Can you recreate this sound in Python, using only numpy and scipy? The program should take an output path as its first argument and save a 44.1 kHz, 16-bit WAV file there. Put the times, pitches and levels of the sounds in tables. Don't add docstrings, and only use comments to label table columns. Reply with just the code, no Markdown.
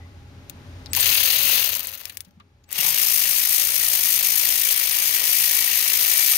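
import sys
import numpy as np
from scipy import signal
from scipy.fft import rfft, irfft, next_fast_len
from scipy.io import wavfile
from scipy.ndimage import uniform_filter1d, minimum_filter1d

SR = 44100
rng = np.random.default_rng(int(sys.argv[2]) if len(sys.argv) > 2 else 0)


def dump_mix(stems):
    frames = np.atleast_2d(stems).T
    limited = np.clip(frames, -1, 1)
    pcm = np.round(limited * 32767).astype(np.int16)
    wavfile.write(sys.argv[1], SR, pcm)


def linear_from_db(decibels):
    return 10 ** (np.asarray(decibels, float) / 20)


N = 280917
TIME = np.arange(N) / SR
PAUSE_S = 2.35
PORT_LAG = 20.67

# start in seconds, rise in seconds, rise in dB per decade of time, held level in dB.
RUNS = [
    (.931, 0.1, 13.5, -16),
    (2.67, 0.13, 45, -20),
]


def after(s):
    return np.maximum(TIME - s, 0)


def shape(rows, k, size):
    rows = np.array(rows, float)
    return np.interp(np.log(np.fft.rfftfreq(size, 1 / SR) + 1), np.log(rows[:, 0]), rows[:, k])


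def unit(x):
    return x / np.sqrt(np.mean(x ** 2))


def band(x, lo_hz, hi_hz):
    return signal.sosfilt(signal.butter(3, [lo_hz, hi_hz], "band", fs=SR, output="sos"), x)


def walk(rate):
    k = int(SR / rate)
    held = np.repeat(rng.standard_normal(800), k)[:N]
    return unit(uniform_filter1d(uniform_filter1d(held, k), k))


def fade(x, ms):
    r = np.exp(-2000 / (ms * SR))
    return signal.lfilter([1 - r], [1, -r], x)


def ports(direct, other, share=0.98):
    # frequency in Hz, left minus right in dB, likeness of the ports from 0 to 1.
    port_rows = [(60, 0, 1), (200, 4, 0.94), (400, 5.5, 0.87), (682, 7, 0.76), (1300, 2.5, 0.18),
                 (2200, 6, 0), (4250, 7, 0), (6160, 15, 0.92), (8000, 7, 0.05), (9460, 2.5, 0.54),
                 (10670, 11.5, 0), (13740, 16.5, 0.2), (15350, 16.5, .3)]
    size = next_fast_len(N)
    like = np.clip(shape(port_rows, 2, size), 0, 1)
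    late = np.exp(-2j * np.pi * np.arange(size // 2 + 1) * PORT_LAG * share / size)
    right = like * late * rfft(direct, size) + np.sqrt(1 - like ** 2) * rfft(other, size)
    right = right * linear_from_db(-share * shape(port_rows, 1, size))
    return np.array([direct, irfft(right, size)[:N]])


def shop():
    # frequency in Hz, level in dB per Hz.
    wash_rows = [(25, -21.5), (45, -28), (95, -6.5), (190, -15.5), (300, -19), (600, -25.5), (1100, -27.5),
                 (2000, -29.5), (4000, -34), (6800, -39), (7400, -46), (10000, -47.5), (13500, -46),
                 (15900, -61)]
    # frequency in Hz, width in Hz, level in dB.
    hum_rows = [(60.6, 19, -6.5), (87.6, 9.6, 5), (120.8, 3.8, -6), (263, 39, -13.5), (404, 11.5, -14.5),
                (575, 19, -17), (824, 35, -17.5)]
    size = next_fast_len(N)
    hz = np.fft.rfftfreq(size, 1 / SR)
    hum = sum(linear_from_db(db) ** 2 / (1 + ((hz - f) / width * 2) ** 4) for f, width, db in hum_rows)
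    colour = np.sqrt(linear_from_db(shape(wash_rows, 1, size)) ** 2 + hum)
    paths = irfft(rfft(rng.standard_normal((2, size))) * colour, size)[:, :N]
    wash = ports(*paths, share=0.41)
    start_s = RUNS[0][0]
    swell_db = np.interp(TIME, [0.26, start_s], [0, 6])
    duck_db = -18.5 * (1 - np.exp(-after(start_s) / 0.39))
    return wash / np.std(band(wash.mean(0), 40, 125)) * linear_from_db(-45.5 + swell_db + duck_db)


def bumps():
    # start in seconds, frequency in Hz, peak level in dB, decay in ms.
    thuds = [
        (.859, 4600, -33, 1.8),
        (.866, 4200, -35, 3),
        (.9, 260, -49, 21),
        (.968, 900, -29, 9.9),
        (2.268, 205, -50.5, 21),
        (2.367, 189, -48, 23),
        (2.398, 1130, -46.5, 10),
        (2.787, 165, -41, 10),
        (2.839, 152, -43, 40),
        (2.84, 970, -35, 40),
    ]
    scrapes = [
        (2.094, 3160, -30, 6.1),
        (2.094, 11000, -28, 4),
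        (2.246, 11000, -48, 3.9),
        (2.246, 4500, -46.5, 5.4),
        (2.398, 2660, -47.5, 7.3),
        (2.639, 4500, -52, 2.9),
    ]
    pings = [
        (.0, 2030, -55, 60),
        (1.006, 8600, -12, 4),
        (2.636, 6800, -59, 7),
    ]
    contact = [(0.3, 0.24), (0.88, 0.46), (.08, 0.1)]
    out, ms = np.zeros((2, N + 8192)), np.arange(8192) / SR * 1000
    for table, (wide, soft) in zip((thuds, scrapes, pings), contact):
        for s, hz, db, decay_ms in table:
            width, rise_ms = wide * hz, soft * decay_ms
            swell = (1 - np.exp(-ms / rise_ms)) ** 2 * np.exp(-ms / decay_ms)
            noise = band(rng.standard_normal((2, 16384)), hz - width / 2, hz + width / 2)[:, 8192:] * swell
            i = int(s * SR)
            out[:, i:i + 8192] += linear_from_db(db) * noise / abs(noise).max(1, keepdims=True)
    return out[:, :N] * linear_from_db(5.5)


def whine():
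    # start in seconds, end in seconds, frequency in Hz, level in dB.
    whines = [
        (0.905, 0.928, 8000, -35.5),
        (2.658, 2.705, 8000, -61),
    ]
    out = 0
    for t0, t1, hz, db in whines:
        swell = np.interp(TIME, [t0, t0 + .7 * (t1 - t0), t1], [0, 1, .3], 0, 0)
        out = out + linear_from_db(db) * swell * np.sin(2 * np.pi * hz * TIME)
    return out


def gears(speed):
    # multiple of the crank rate, level in dB.
    orders = [(1, -65), (2, -68.5), (3, -64), (4, -63), (5, -69.5), (6, -90.5), (10, -63)]
    angle = 2 * np.pi * np.cumsum(uniform_filter1d(speed, SR // 10)) / SR
    shake = sum(linear_from_db(db + 3.8 * walk(rate=4.4)) * np.sin(k * angle + k * k) for k, db in orders)
    shake = shake * np.clip((speed - 15) / 30, 0, 1) * linear_from_db(9.5 * (TIME < PAUSE_S))
    mesh_teeth, freed_s = 42, 3.76
    mesh_hz = mesh_teeth * uniform_filter1d(speed, SR // 2) + 14.0 * walk(rate=12)
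    mesh = np.sin(2 * np.pi * np.cumsum(mesh_hz) / SR)
    mesh_db = np.where(TIME < freed_s, -65, -51 + 4.5 * after(freed_s))
    mesh_db = uniform_filter1d(mesh_db, SR // 10) + 4.5 + 2.1 * walk(rate=15)
    return shake + mesh * linear_from_db(mesh_db) * (speed > 51)


def burst(decay_ms, tail_db, tail_ms):
    t = np.arange(4096) / SR * 1000
    fall = 2.1 * np.exp(-t / 0.81) + np.exp(-t / decay_ms) + linear_from_db(tail_db) * np.exp(-t / tail_ms)
    return rng.standard_normal((2, len(t))) * fall


def ticks():
    # start in seconds, peak level in dB, dull share in dB.
    pawl = [
        (0.497, -15.5, -14.5),
        (1.7409, -10.5, -8),
        (1.871, -8.5, -31),
        (2.0542, -13.5, -14),
        (2.171, -14.5, -17),
        (2.2055, -15.5, -14),
        (2.7281, -6.5, -22),
    ]
    slack = [(0.86, -31, -6), (0.898, -42, -14.5), (0.9327, -0.5, -14), (0.9497, -2, -9),
             (0.9645, -5.5, -21), (0.988, -15, -21), (0.9986, -6, -6), (1.0063, -7, -25.5),
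             (1.5894, -14, 1), (1.6604, -12, -6), (1.6886, -15, -5), (1.7511, -6, -19), (1.7933, -27, -6),
             (1.8556, -17, -23), (2.035, -30, -7), (2.3092, -46, -6), (2.3997, -44, -7), (2.6399, -50, -11),
             (2.7, -37, -12), (2.7153, -20, -15)]
    strain = [
        (1.0284, -8, -3.5),
        (1.0364, -22, -7.5),
        (1.0444, -9, -3),
        (1.0574, -4, 0.5),
        (1.0664, -4, -4),
        (1.0754, -18, -1),
        (1.1014, -5.5, -11),
        (1.1124, -10, -7),
        (1.1194, -5, -3.5),
        (1.1374, -5.5, -9),
    ]
    knock_rows = [(*row, 3.6) for row in pawl] + [(*row, 2.6) for row in slack + strain]
    pan_db = np.array([[0], [13.5]])
    out = np.zeros((2, N + 4096))
    for s, db, dull_db, decay_ms in knock_rows:
        crack = burst(decay_ms, -17, 9.0)
        crack[1] = .5 * np.roll(crack[0], int(PORT_LAG)) + 0.85 * crack[1]
        bright, dull = band(crack, 6900, 15350), band(crack, 1900, 7100)
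        tick = bright / abs(bright).max() + linear_from_db(dull_db + 9.5) * dull / abs(dull).max()
        tick = tick / abs(tick[0]).max() * linear_from_db(db + 2.5 - pan_db)
        i = int(s * SR)
        out[:, i:i + 4096] += tick
    return out[:, :N]


def effort():
    first, second = (db + slope_db * np.log10(np.clip(after(s) / rise, 1e-5, 1))
                     for s, rise, slope_db, db in RUNS)
    start_s, rise_s = RUNS[0][:2]
    breaks_free_s, recover_s = 1.41, 0.19
    sag_s = [start_s + rise_s, breaks_free_s, breaks_free_s + recover_s]
    first = first + np.interp(TIME, sag_s, [0, -2, 0])
    release_s, stall_s, last_tooth_s = 1.565, 2.076, 2.28
    first = first - 58.5 * after(release_s) - 47 * after(stall_s) - 200 * after(last_tooth_s)
    return np.where(TIME < start_s, -120, np.maximum(first, second))


def balance(k, head_db):
    # tight level in dB, free level in dB,
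    # gain in dB per second as the bolt loosens, dB gained per dB of slowing.
    parts = [
        (-7, -12.5, 1.1, 0.01),
        (-20.5, -24.5, 0.75, 0.4432),
    ]
    if k == 0:
        return 0.65 * walk(rate=14)
    tight_db, free_db, loosen_db, slowing = parts[k - 1]
    running = after(RUNS[1][0])
    settle_db = 6.5 * np.exp(-running / 0.27)
    held = np.where(TIME < PAUSE_S, tight_db, free_db + loosen_db * running + settle_db)
    return held + slowing * np.clip(RUNS[1][3] - head_db, 0, 36)


def ring(x, hz, t60):
    r = np.exp(-np.log(1000) / (t60 * SR))
    return unit(signal.lfilter([1, 0, -1], [1, -2 * r * np.cos(2 * np.pi * hz / SR), r * r], x))


def knocks(stroke_db, speed, per_turn, scatter_db):
    draw = rng.random(N) / (per_turn * speed / SR)
    hit, power = draw < 1, np.zeros(N)
    size_db = np.minimum(-scatter_db * np.log(draw[hit] + 1e-9), 10.5) + stroke_db[hit]
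    power[hit] = linear_from_db(2 * size_db) / speed[hit]
    return power


def clatter(turns, speed):
    # frequency in Hz, level in dB per Hz.
    tight_colour = [(76, -45), (130, -23), (363, -29), (531, -12.5), (718, -17.5), (1420, -16), (1610, -13),
                    (2760, 0), (3380, -3.5), (4220, -1), (5370, -5), (6430, -1), (7710, -10), (13500, 5),
                    (15900, 2.5)]
    free_colour = [(76, -53), (130, -26.5), (162, -30), (355, -29.5), (553, -17), (1450, -18.5),
                   (1890, -9.5), (2310, -5), (4050, -7), (6180, -6), (7710, -13.5), (8870, -9.5),
                   (11100, -7.5), (13500, -1), (15900, -9)]
    # frequency in Hz, level in dB, time to fall by 60 dB in seconds.
    steel = [(13580, -5, 0.0097), (9670, -1.5, 0.024), (8680, -8, 0.03), (4240, -9, 0.0053),
             (2783, -10, 0.019), (1907, -9.5, 0.039), (1234, -13.5, 0.1), (938, -14.5, 0.047),
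             (541, -19.5, 0.033)]
    angle = 2 * np.pi * (turns + 0.0046 + 0.11 * walk(rate=12))
    stroke = np.tanh(2.0 * np.cos(angle)) - 0.26 * np.cos(3 * angle + 0.8) - 0.067 * np.cos(4 * angle + 0.27)
    tight = TIME < PAUSE_S
    shared_db = 2.1 * stroke + np.minimum(3.7 * walk(rate=30), 4.5) + 0.16 * walk(rate=9.0)
    shared = knocks(shared_db, speed, 15.0, 1.48)
    size = next_fast_len(N)
    hz = np.fft.rfftfreq(size, 1 / SR) + 1
    high, mid = (1 / (1 + (edge / hz) ** 8) for edge in (5500, 1600))
    shares = high, mid - high, (1 - mid) / (1 + (130 / hz) ** 4)
    colours = [linear_from_db(shape(table, 1, size)) for table in (tight_colour, free_colour)]
    head_db = effort()
    load_db, load_pan_db = -5, 3.5
    out = 0
    for k, (crack_ms, own, rub) in enumerate([(.9, 0.49, 0.047), (1.3, 1.6, 0.8), (2.5, 3, 1)]):
        power = shared + own * knocks(6.8 * stroke + 1.2 * walk(rate=20), speed, 12.0, 1.6)
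        power = fade(power, crack_ms) + .5 * fade(power, 6.0) + rub * power.mean()
        power = power * (power.mean() / uniform_filter1d(power, 1600)) ** .45
        paths = unit(np.sqrt(power) * rng.standard_normal((2, N)))
        hard = np.sqrt(knocks(1.18 * stroke, speed, 1.2, 1.2)) * linear_from_db(load_db * tight * (k > 0))
        for f, db, t60 in steel[3 * k:3 * k + 3]:
            grip_db = 1.5 * walk(rate=9) + 2.5 * walk(rate=2.5)
            struck = hard * (rng.random(N) < .55)
            paths = paths + linear_from_db(db - 16.0 + grip_db) * ring(struck, f, t60)
        spectrum = rfft(paths, size) * np.sqrt(shares[k])
        held, free = (unit(irfft(spectrum * colour, size)[:, :N]) for colour in colours)
        part = ports(*np.where(tight, held, free))
        out = out + part / np.std(part.mean(0)) * linear_from_db(balance(k, head_db))
    pan_db = load_pan_db * tight * np.array([[.1], [-.9]])
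    return out * linear_from_db(head_db + pan_db)


def crank():
    # start in seconds, turns per second held until the next row.
    speed_rows = [(.9, 31.95), (1.1, 37.83), (1.4, 47), (1.47, 52.5), (1.55, 47.6), (1.6, 40), (1.7, 28.3),
                  (1.8, 22.8), (1.9, 15.375), (2.3, 5.263), (2.68, 11.5), (2.74, 38.67), (2.8, 52),
                  (2.9, 54.51), (3.25, 55.28), (4.0, 54.67)]
    steps = np.array([(0, 0)] + speed_rows)
    held = steps[np.searchsorted(steps[:, 0], TIME, "right") - 1, 1]
    smooth = uniform_filter1d(held, SR // 20, mode="nearest")
    return .65 + np.cumsum(smooth) / SR, np.maximum(smooth, 8)


def scene():
    turns, speed = crank()
    near = bumps() + gears(speed) + whine()
    return clatter(turns, speed) + ports(*near) + ticks() + shop()


def band_limit(x):
    return signal.sosfilt(signal.butter(12, 16830, fs=SR, output="sos"), x)


def record(dry):
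    peak = uniform_filter1d(-minimum_filter1d(-abs(dry), 41), 21)
    limited = dry / (1 + (peak / .8) ** 6) ** (1 / 6)
    top_cut = signal.ellip(14, .2, 95, 15730, fs=SR, output="sos")
    mix = signal.sosfilt(top_cut, limited)
    return band_limit(mix)


dry = scene()
out = record(dry)
dump_mix(out)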